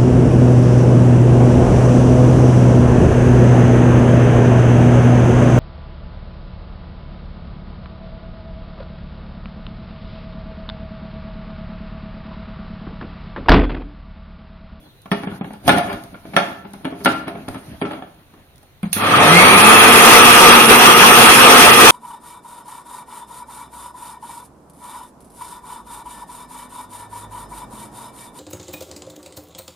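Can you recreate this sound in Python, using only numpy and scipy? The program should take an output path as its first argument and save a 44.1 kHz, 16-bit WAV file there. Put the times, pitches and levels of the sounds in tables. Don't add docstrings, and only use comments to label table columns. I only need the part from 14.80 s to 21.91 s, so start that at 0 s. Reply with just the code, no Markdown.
import sys
import numpy as np
from scipy import signal
from scipy.fft import rfft, irfft, next_fast_len
from scipy.io import wavfile
from scipy.ndimage import uniform_filter1d, map_coordinates

SR = 44100
rng = np.random.default_rng(int(sys.argv[2]) if len(sys.argv) > 2 else 0)


def gain_from_db(level_db):
    decades = np.asarray(level_db, float) / 20
    return 10 ** decades


def wav_record(signal):
    frames = np.transpose(np.atleast_2d(signal))
    bounded = np.clip(frames, -1, 1)
    quanta = np.round(bounded * 32767).astype(np.int16)
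    wavfile.write(sys.argv[1], SR, quanta)


N = 313478

# [f/Hz, time to fall 60 dB/s]
KITCHEN_DECAY = [(100, 0.69), (300, 0.52), (1000, 0.57), (3000, 0.47), (10000, 0.4)]
# [f/Hz, likeness 0 to 1]
LIKENESS = [(40, 0.28), (130, 1), (290, 1), (630, 0.55), (1400, 0.3), (3000, 0.35), (6000, 0.2),
            (11000, 0.3)]
# [f/Hz, level/dB]
MICROPHONE_DIFFERENCE = [(60, 0.5), (300, 0.6), (700, -1.5), (1400, 0.5), (5000, -0.2), (7300, 5),
                         (9000, -13), (11500, -5), (14500, -0.5)]
# [f/Hz, level against the mean/dB]
MASKING = [(2500, -17), (3600, -9), (5000, -7), (6500, -8), (7500, -7.5), (8600, -10), (10500, -9),
           (11500, -10), (13000, -10.5), (15000, -10.5)]

# [t/s, length/s, start f/Hz, end f/Hz, level/dB]
CHIRPS = [
    (0, 0.035, 3450, 3360, -54),
    (0.035, 0.039, 4450, 3700, -51),
    (0.073, 0.04, 3700, 3740, -55),
    (0.153, .045, 4150, 3900, -54),
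    (0.2, .04, 3650, 3700, -60),
]

# [f/Hz, level/dB per Hz]
AIR_COLOUR = [(12, -42), (20, -0.5), (152, 1), (236, -24), (339, -7), (1030, -14.5), (2000, -17.5),
              (4240, -19.5), (4870, -29.5), (6790, -27.5), (7380, -36), (9210, -29), (15200, -22)]
# [f/Hz, level/dB per Hz]
RUB_COLOUR = [(24, -50), (40, -26), (70, 2.5), (296, 2.5), (443, -14), (637, -5), (1220, -15),
              (1340, -13.5), (1580, -15.5), (5000, -28.5), (6500, -65.5), (11000, -120)]
# [f/Hz, level/dB per Hz]
RUSTLE_COLOUR = [(2350, -14.5), (4000, -13), (4760, -16), (6760, -15.5), (8260, -39), (8690, -14),
                 (9500, -12.5), (13100, -15), (15200, -53)]
# [f/Hz, level/dB per Hz]
RUMBLE_COLOUR = [(15, -41), (30, -17), (70, -16), (110, -7), (160, -35), (300, -120)]
# [t/s, rubbing level/dB]
GRIP = [(0.0, -52), (0.3, -71), (0.47, -39), (0.73, -44), (0.79, -54), (0.87, -29.5), (1.24, -42.5),
        (1.42, -48), (1.5, -38.5), (1.92, -51), (2.1, -45.5), (2.21, -39), (2.45, -47), (2.78, -40.5),
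        (2.95, -41.5), (3.41, -56), (3.95, -59), (4.14, -62)]
# [t/s, extra rumble level/dB, half length/s]
SHOVES = [
    (0.337, 31, 0.06),
    (0.7, 28, 0.049),
    (.97, 17, 0.093),
    (1.32, 9, .05),
    (2.8, 5, .06),
    (3.25, 5, .08),
]

# [t/s, peak level/dB]
TICKS = [(0.218, -42), (0.259, -46.5), (0.316, -23), (0.432, -36), (0.469, -45), (0.734, -35.5),
         (0.862, -46), (0.882, -11), (0.983, -15.5), (1.237, -31.5), (1.567, -26), (1.907, -46),
         (1.934, -31), (2.05, -31), (2.258, -26), (2.48, -39), (2.685, -26), (3.014, -24.5), (3.118, -34),
         (3.345, -50), (3.539, -52), (3.758, -43), (3.78, -41), (4.03, -24.5)]
# [f/Hz, level/dB per Hz]
TICK_COLOUR = [(1500, -46), (3500, -4.5), (6500, -12), (7700, -19), (9100, -4.5), (12000, -10.5),
               (15200, -14.5)]

# [f/Hz, level/dB, time to fall 60 dB/s]
BASE_MODES = [(140, -43, 0.08), (195, 6.5, 0.052), (255, 7.5, 0.052), (319.5, -7.5, 0.26),
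              (399, -0.5, 0.15)]
# [f/Hz, level/dB, time to fall 60 dB/s]
JAR_MODES = [(576, -2.5, 0.16), (679, -3, 0.23), (747, -0.5, 0.078), (834, 3, 0.063), (1060, 0, 0.047),
             (1362, -3.5, 0.12), (1440, -8, 0.11), (1727, 5.5, 0.037), (2244, 1.5, 0.035),
             (2480, -32, 0.065), (2830, -8, 0.12), (3257, 8, 0.016)]
# [f/Hz, level/dB per Hz]
CRACK_COLOUR = [(180, -30.5), (300, -17), (499, -6), (765, 0), (1010, -5), (1360, -3.5), (1980, -11.5),
                (2220, -5), (2750, -12.5), (4430, -16.5), (7620, -27), (9430, -31), (15200, -28)]
# [t/s, peak level/dB, crack level/dB, favoured jar f/Hz, extra thud level/dB]
SEATS = [(0.258, -31.5, -36, 1070, -3), (0.317, -11, -18, 1820, 1.5), (0.473, -24, -30, 847, 6.5),
         (0.517, -32, -32.5, 1450, 4), (0.612, -24, -35.5, 773, 6), (0.645, -28, -41, 820, -1),
         (0.706, -34.5, -31, 750, 4), (0.738, -31, -22, 840, -2), (0.893, 0.5, -13.5, 1436, 2.5),
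         (1.345, -31.5, -36, 1373, -10), (1.566, -3.5, -14, 1348, -0.5), (1.938, -30.5, -17, 830, 1.5),
         (2.01, -48, -33, 690, 8), (2.249, -19, 5.5, 880, -1), (2.553, -30, -33, 687, 7.5),
         (3.134, -24, -36.5, 586, -8), (3.831, -47, 0, 770, -8), (4.033, -31.5, -23, 706, 5),
         (4.166, -18.5, -13, 1380, 2)]
# [t/s, peak level/dB, crack level/dB, favoured jar f/Hz, extra thud level/dB]
LUGS = [(0.435, -23.5, -36, 830, -5), (0.865, -28, -22, 716, 3), (0.88, -4.5, -8, 697, -2),
        (0.914, -12.5, -15, 632, 1), (1.454, -35.5, -34, 660, 4), (1.572, -13.5, -28, 699, -17),
        (2.047, -25, -18, 605, -2), (2.053, -18.5, -18, 627, -0.5), (2.126, -31.5, -34, 702, 7),
        (2.259, -2.5, -23, 1384, -0.5), (2.275, -33, -30, 730, -6), (2.481, -20.5, -12, 659, -5),
        (2.682, -23, -38, 790, 0), (2.745, -27.5, -11, 1270, -1), (2.756, -29, -34, 400, 5),
        (3.016, -20, -20, 764, -8), (3.021, -18.5, -20, 330, 6.5), (3.052, -21, -31, 1330, -2),
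        (3.111, -22.5, -29.5, 662, -8), (3.224, -29, -36, 747, -2), (3.539, -42, -21, 1130, -2)]
# [t/s, peak level/dB, crack level/dB, favoured jar f/Hz, extra thud level/dB]
DRAGS = [(0.84, -38.5, -24.5, 716, -3), (0.935, -17, -23, 682, 6.5), (0.975, -8, -14, 737, -9),
         (1.01, -24, -25, 706, -6), (1.075, -21, -32, 452, 6), (1.097, -14.5, -19, 840, -7.5),
         (1.128, -19, -7.5, 1110, 1), (1.468, -45.5, -26, 1370, 0), (1.536, -19.5, -20, 776, 2),
         (1.63, -23.5, -30, 668, -24), (1.7, -29, -30, 679, 1), (1.848, -29, -34, 815, 6),
         (2.15, -38.5, -34, 690, 5), (2.205, -28, -29.5, 585, 10), (2.345, -25, -28, 637, -8),
         (2.472, -21, -34, 420, 6.5), (2.51, -34, -30, 680, -4), (2.83, -35, -30, 644, -3)]

# [t/s, level/dB, f/Hz, contact time/s]
PATS = [
    (4.031, -15, 195, 0.018),
    (4.054, -21.5, 188, 0.027),
]
# (t/s, level/dB, time to fall 60 dB/s)
SWITCH = (4.129, -3.5, .018)
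# [f/Hz, level/dB per Hz]
SNAP_COLOUR = [(180, -50), (300, -23), (740, -14.5), (1230, -23), (1680, -11), (4020, -6), (4810, -14.5),
               (6570, -6.5), (7740, -33.5), (9120, 0.5), (15200, -15)]

# [t/s, turns per second]
SPEED = [(4.12, 20), (4.26, 102), (4.4, 143), (4.48, 157), (4.58, 180.5), (4.71, 198), (4.89, 218.5),
         (5.05, 226), (5.25, 233.5), (5.36, 239.5), (5.5, 233.5), (5.64, 239), (5.73, 238), (5.82, 231),
         (6.03, 237), (6.34, 237), (6.5, 226), (6.7, 240.5), (6.8, 240), (6.88, 230), (7.05, 241),
         (7.11, 240)]
# [t/s, churn level/dB]
LOAD = [(4.16, -33), (4.22, -18.5), (4.36, -11.5), (4.64, -6.5), (4.78, -8.5), (4.9, -6), (5.15, -5.5),
        (5.23, -5.5), (5.33, -2), (5.56, -6.5), (5.69, -2.5), (5.88, -10.5), (5.91, -1), (5.98, -9),
        (6.08, -3), (6.15, -9.5), (6.21, -5), (6.38, -5), (6.5, -4), (6.57, -7.5), (6.64, -4), (6.88, -4.5),
        (6.96, -9), (7.03, -3), (7.11, -3)]
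# [multiple of shaft speed, left level/dB, right level/dB, unsteadiness/dB]
ROTOR_TONES = [(1, -20, -20, 2.2), (2, -22, -22, 3.5), (3, -32, -28, 4), (4, -25, -24, 4), (6, -26, -27, 4),
               (12, -19, -18, 3.4), (24, -28, -28, 2.5), (36, -33, -31, 3), (48, -28, -23, 2),
               (60, -31, -31, 1.8)]
# [f/Hz, level/dB]
VENTS = [(100, -6), (165, 2), (200, -3), (235, -4), (380, -5), (540, -5), (700, -6), (1500, -8), (1950, -3),
         (2120, 4), (2400, 3.5), (2600, -1), (2700, -5), (2790, -1), (2870, -6), (3750, -5), (4150, 7),
         (4700, -5), (5600, -6), (5770, 8), (5950, -6), (7500, -15), (8300, -8), (8800, -1), (9700, -1.5),
         (10400, 3), (11000, 2.5), (11400, -4), (12500, -2), (13500, 2), (14200, 5)]
# [f/Hz, width/Hz, level/dB]
HOUSING = [(474, 54, 2), (720.5, 35, 8.5), (830, 21, 3.5), (895, 39, 6.5), (1059, 19, 5), (1170, 28, 1.5),
           (1201, 53, 7.5), (1271, 57, 3), (1300, 43, 5.5), (1590, 60, -2), (2184, 50, -2.5),
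           (2550, 380, 7.5), (3263, 280, 10)]
# [f/Hz, level/dB per Hz]
GRIND_COLOUR = [(18, -55), (30, -39.5), (157, -6), (354, -6), (528, -4.5), (998, -8), (1220, -2),
                (1460, -7), (1890, -7.5), (2170, -9), (3500, -17.5), (4550, -22.5), (7700, -120)]
# [f/Hz, level/dB per Hz]
CHURN_COLOUR = [(18, -56.5), (30, -44), (166, -8), (238, -2.5), (296, -3), (459, 0.5), (631, -7.5),
                (712, -4.5), (1190, -0.5), (1580, -2), (2760, -7.5), (3500, -15.5), (4550, -58),
                (7700, -120)]
# [f/Hz, level/dB per Hz]
RUSH_COLOUR = [(2060, -46.5), (3450, 3.5), (3620, 1), (4590, -2), (5830, -2.5), (7900, -8.5), (8300, -6.5),
               (8600, -3.5), (9200, -0.5), (9900, -6), (10600, -8.5), (11200, -6.5), (11900, -3.5),
               (12500, -10.5), (12900, -5), (13500, -13), (14200, -8.5), (15200, -11.5)]

FREE_TURNS = 241


def unit(x):
    return x / np.sqrt(np.mean(x ** 2) + 1e-20)


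def along(points, hz):
    f, v = np.transpose(points)
    return np.interp(np.log(hz + 1), np.log(f + 1), v)


def colour(spectrum):
    return lambda hz: gain_from_db(along(spectrum, hz))


def curves(rows):
    s, *columns = np.transpose(rows)
    return [np.interp(np.arange(N) / SR, s, column) for column in columns]


def wobble(rate):
    at = np.arange(0, N + 64, 32)
    knots = rng.standard_normal(int(N * rate / SR) + 4)
    return np.interp(np.arange(N), at, map_coordinates(knots, [at * rate / SR]))


def filtered(x, response):
    size = next_fast_len(x.shape[-1] + 8192)
    spectrum = rfft(x, size) * response(np.fft.rfftfreq(size, 1 / SR))
    return irfft(spectrum, size)[..., :x.shape[-1]]


def paired(two, gain):
    turn = lambda hz: np.arccos(np.clip(along(LIKENESS, hz), -1, 1)) / 2
    mid, side = filtered(two, lambda hz: gain(hz) * [np.cos(turn(hz)), np.sin(turn(hz))])
    return np.array([mid + side, mid - side])


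def noise(gain, patchy_db):
    z = signal.stft(rng.standard_normal((2, N)), nperseg=512)[2]
    patches = uniform_filter1d(rng.standard_normal(z.shape[1:]), size=5, axis=0)
    patches = unit(uniform_filter1d(patches, size=8, axis=1))
    patchy = signal.istft(z * gain_from_db(patchy_db * patches), nperseg=512)[1][:, :N]
    return unit(paired(patchy, gain))


def burst(spectrum, size, low_hz, corner_hz=1e5):
    gain = lambda hz: colour(spectrum)(hz) * (hz > low_hz) / np.hypot(1, hz / corner_hz)
    return unit(paired(rng.standard_normal((2, size)), gain))


def kitchen_echo():
    hz, t, z = signal.stft(rng.standard_normal((2, 2 * SR // 5)), SR, nperseg=256)
    decay = gain_from_db(-60 * t / along(KITCHEN_DECAY, hz)[:, None])
    x = signal.istft(z * decay, SR, nperseg=256)[1]
    onset = np.minimum(np.arange(x.shape[1]) / (0.00043 * SR), 1)
    x = paired(x * onset, lambda hz: 1 + 0 * hz)
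    return x / np.linalg.norm(x[0])


def add(out, s, hit, wet_db):
    wet = gain_from_db(wet_db) * signal.fftconvolve(hit, kitchen_echo(), axes=1)
    wet[:, :hit.shape[1]] += hit
    start = round(s * SR)
    out[:, start:start + wet.shape[1]] += wet


def house_air():
    return gain_from_db(-52) * noise(colour(AIR_COLOUR), patchy_db=1.5)


def bird():
    song = np.zeros(N)
    for s, length, from_hz, to_hz, db in CHIRPS:
        u = np.arange(round(length * SR)) / (length * SR)
        cycles = length * (from_hz * u + (to_hz - from_hz) * u * u / 2)
        chirp = gain_from_db(db) * np.sin(np.pi * u) * np.sin(2 * np.pi * cycles)
        song[round(s * SR):][:len(u)] += chirp
    return signal.fftconvolve(gain_from_db(4 * wobble(200)) * song[None], kitchen_echo(), axes=1)[:, :N]


def handling():
    t = np.arange(N) / SR
    grip_db = curves(GRIP)[0]
    settling = np.zeros(N)
    for s, db, *_ in [*LUGS, *SEATS]:
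        settling += gain_from_db(2 * (db - 23 - 60 * np.abs(t - s) / 0.5)) * (t > s)

    skin = gain_from_db(2.5 * wobble(25)) * noise(colour(RUB_COLOUR), patchy_db=3)
    slide = filtered(skin, lambda hz: 1 / (1 + (130 / (hz + 1)) ** 4))
    rub = gain_from_db(grip_db) * skin + np.sqrt(settling) * slide

    rub_db = 10 * np.log10(gain_from_db(2 * grip_db) + settling)
    rustle = gain_from_db(rub_db - 13 + 2.2 * wobble(30)) * noise(colour(RUSTLE_COLOUR), patchy_db=2)

    rumble_db = -53.5 + 0.55 * (grip_db + 40)
    for s, db, half_s in SHOVES:
        rumble_db = rumble_db + db * np.exp(-((t - s) / half_s) ** 2)
    rumble = gain_from_db(rumble_db) * noise(colour(RUMBLE_COLOUR), patchy_db=8.0)
    return rub + rustle + rumble


def ticks():
    out, t = np.zeros((2, N + SR)), np.arange(SR // 20) / SR
    for s, db in TICKS:
        shape = gain_from_db(db - 60 * t / 0.013) * (1 - np.exp(-t / 0.00066))
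        add(out, s, shape * burst(TICK_COLOUR, len(t), low_hz=1500), wet_db=-4.5)
    return out[:, :N]


def ring(modes, t, scale, favoured_hz):
    hz, db, t60 = np.transpose(modes)[:, :, None, None]
    chance = rng.standard_normal((len(modes), 3, 1))
    near = np.exp(-(np.log(hz / favoured_hz) / 0.1026) ** 2)
    hz = hz * (1 + 0.0069 * chance[:, :1]) * (1 - near) + favoured_hz * near
    strength_db = db + 2 * chance[:, :1] + 10 * near
    skew = 0.51 * np.arccos(along(LIKENESS, hz)) * chance[:, 1:]
    decay = gain_from_db(strength_db - 60 * t / (t60 * scale))
    return np.sum(decay * np.sin(2 * np.pi * hz * t + skew), axis=0)


def contact(t, db, crack_db, favoured_hz, thud_db, base_hz, rise_s):
    scale = 1.45 + 0.015 * (db + 12.0)
    thud_db = thud_db - 0.9 * max(db + 12.0, 0)
    rise = 1 - np.exp(-t / rise_s)
    chatter = unit(uniform_filter1d(rng.standard_normal(len(t)), size=160))
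    rattle = gain_from_db((1.5 + 60 * t).clip(None, 6) * chatter)

    jar = gain_from_db(-14.0) * rattle * ring(JAR_MODES, t, 0.74 * scale, favoured_hz)
    corner_hz = 9300 * gain_from_db(0.55 * db)
    knock = burst(CRACK_COLOUR, len(t), low_hz=241, corner_hz=corner_hz)
    knock = gain_from_db(-5.5 - 60 * t / (0.067 * scale)) * rattle * knock
    crack = burst(TICK_COLOUR, len(t), low_hz=1500)
    crack = gain_from_db(crack_db + 1.0 - 60 * t / (0.022 * scale)) * rattle * crack
    thud = gain_from_db(thud_db - 9.5) * rise * ring(BASE_MODES, t, scale, base_hz)
    return gain_from_db(db) * rise * (jar + knock + crack + thud)


def knocks():
    out, t = np.zeros((2, N + SR)), np.arange(SR // 5) / SR
    # events, base f/Hz, thud level/dB, rise/s
    kinds = [(SEATS, 195, -2.5, 0.0007), (LUGS, 285, 2, 0.0007), (DRAGS, 195, -2.5, 0.0051)]
    for events, base_hz, thud_db, rise_s in kinds:
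        for s, db, crack_db, favoured_hz, extra_db in events:
            hit = contact(t, db, crack_db, favoured_hz, thud_db + extra_db, base_hz, rise_s)
            add(out, s - 0.0015, hit, wet_db=-6.0)
    return filtered(out[:, :N], lambda hz: (1j * hz / (1j * hz + 110)) ** 2)


def lid_pats():
    out, t = np.zeros((2, N + SR)), np.arange(SR // 5) / SR
    for s, db, hz, contact_s in PATS:
        press = np.sin(np.pi * np.minimum(t / contact_s, 1) ** 1.2) ** 0.33
        thump = press * np.sin(2 * np.pi * hz * t)
        slap = gain_from_db(-15.5 - 60 * t / 0.12) * burst(CRACK_COLOUR, len(t), low_hz=300)
        add(out, s, gain_from_db(db) * (thump + slap), wet_db=-11.5)
    return out[:, :N]


def switch():
    out, t = np.zeros((2, N + SR)), np.arange(SR // 5) / SR
    s, db, t60 = SWITCH
    shape = gain_from_db(db - 60 * t / t60) * (1 - np.exp(-t / 0.00094))
    add(out, s, shape * burst(SNAP_COLOUR, len(t), low_hz=250), wet_db=1.5)
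    return out[:, :N]


def shaft():
    return uniform_filter1d(curves(SPEED)[0], size=1800)


def mains_hum(speed, churn_db):
    t = np.arange(N) / SR
    hum_db = -20.5 + 4 * np.log(1.01 - speed / FREE_TURNS) + 1.3 * (churn_db + 7).clip(-6)
    return gain_from_db(hum_db + 1.1 * wobble(8.4)) * np.sin(2 * np.pi * 100 * t)


def rotor_tones(speed, turns):
    t = np.arange(N) / SR
    effort_db = 55 * np.log10(speed / 172).clip(None, 0) + 70 * np.log10(speed / 135).clip(None, 0)
    tones = np.zeros((2, N))
    for k, left_db, right_db, loose_db in ROTOR_TONES:
        slow = 0.55 * np.array([wobble(22), wobble(22)])
        fast = 1.3 * min(k / 6, 1) * wobble(260)
        level = gain_from_db([[left_db], [right_db]] + effort_db + 5.5 + loose_db * (slow + fast))
        skew = 0.48 * np.array([wobble(25), wobble(25)]) * np.arccos(along(LIKENESS, 235 * k))
        tones += level * np.sin(2 * np.pi * k * turns + skew)
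    tones = filtered(tones * (1 + 0.24 * np.cos(2 * np.pi * 100 * t)), colour(VENTS))
    echo = signal.fftconvolve(tones, kitchen_echo(), axes=1)[:, :N]
    return gain_from_db(-3.5) * tones + gain_from_db(-3.5) * echo


def air_rush(speed, churn_db):
    t = np.arange(N) / SR
    rush_db = churn_db - 8.5 + 5 * np.log2(speed / FREE_TURNS) + 0.6 * (t - 5)
    rush_db = rush_db + 0.07 * (churn_db + 6.0) * (speed > 200)
    return gain_from_db(rush_db + 2.5) * noise(colour(RUSH_COLOUR), patchy_db=0.5)


def through_housing(spectrum, shaken=1):
    def gain(hz):
        peaks_db = sum(db / (1 + (2 * (hz - centre) / width) ** 2) for centre, width, db in HOUSING)
        return gain_from_db(along(spectrum, hz) + shaken * peaks_db)
    return gain


def fruit_churn(speed, churn_db):
    pulped = np.clip((speed - 172) / 55, 0, 1)
    pulp = np.sqrt(pulped) * noise(through_housing(CHURN_COLOUR), patchy_db=1.6)
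    whole = np.sqrt(1 - pulped) * noise(through_housing(GRIND_COLOUR, shaken=0.75), patchy_db=1.5)
    return gain_from_db(churn_db + 2.0) * (pulp + whole)


def motor():
    t = np.arange(N) / SR
    on = np.clip((t - 4.135) / 0.042, 0, 1)
    churn_db, speed = curves(LOAD)[0], shaft()
    turns = np.cumsum(speed * (1 + 0.0095 * wobble(160))) / SR
    blades = 1 + 0.051 * np.cos(2 * np.pi * turns + 0.62 * wobble(30))
    lumps = gain_from_db(0.11 * wobble(14))
    worked = lumps * blades * (air_rush(speed, churn_db) + fruit_churn(speed, churn_db))
    return on * (mains_hum(speed, churn_db) + rotor_tones(speed, turns) + worked)


def scene():
    background = house_air() + bird()
    jar = handling() + ticks() + knocks()
    return background + jar + lid_pats() + switch() + motor()


def lose_faint_treble(x, scatter_db, cut_db):
    hz, t, z = signal.stft(x, SR, nperseg=2048)
    power = np.abs(z) ** 2
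    mean = power.mean(axis=1, keepdims=True)
    bands = rng.standard_normal((len(hz) // 16 + 1, len(t)))
    bands = unit(uniform_filter1d(bands, size=2))[np.arange(len(hz)) // 16]
    scatter = 0.8 * bands + 0.6 * rng.standard_normal(len(t))
    spare_db = 1.75 * np.log(mean / mean.max() + 1e-9).clip(-8, 0)
    need_db = along(MASKING, hz)[:, None] + 2.2 + spare_db + scatter_db * scatter
    masked = uniform_filter1d(power, size=2, axis=1) < gain_from_db(2 * need_db) * mean
    gain = np.where(masked & (hz[:, None] > 2500), gain_from_db(cut_db), 1)
    return signal.istft(z * gain, SR, nperseg=2048)[1][:, :N]


def top_cut(x):
    return signal.sosfilt(signal.butter(12, 15330, fs=SR, output="sos"), x)


def record(dry):
    lead_s = 0.0001
    sides = np.array([[1], [-1]])
    x = filtered(dry, lambda hz: gain_from_db(along(MICROPHONE_DIFFERENCE, hz) * sides / 2)
                 * np.exp(1j * np.pi * hz * lead_s * sides))
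    x = x / (1 + np.abs(x / 0.96) ** 8) ** (1 / 8)
    mix = lose_faint_treble(x, scatter_db=4.4, cut_db=-30)
    return top_cut(mix)


dry = scene()
out = record(dry)
wav_record(out)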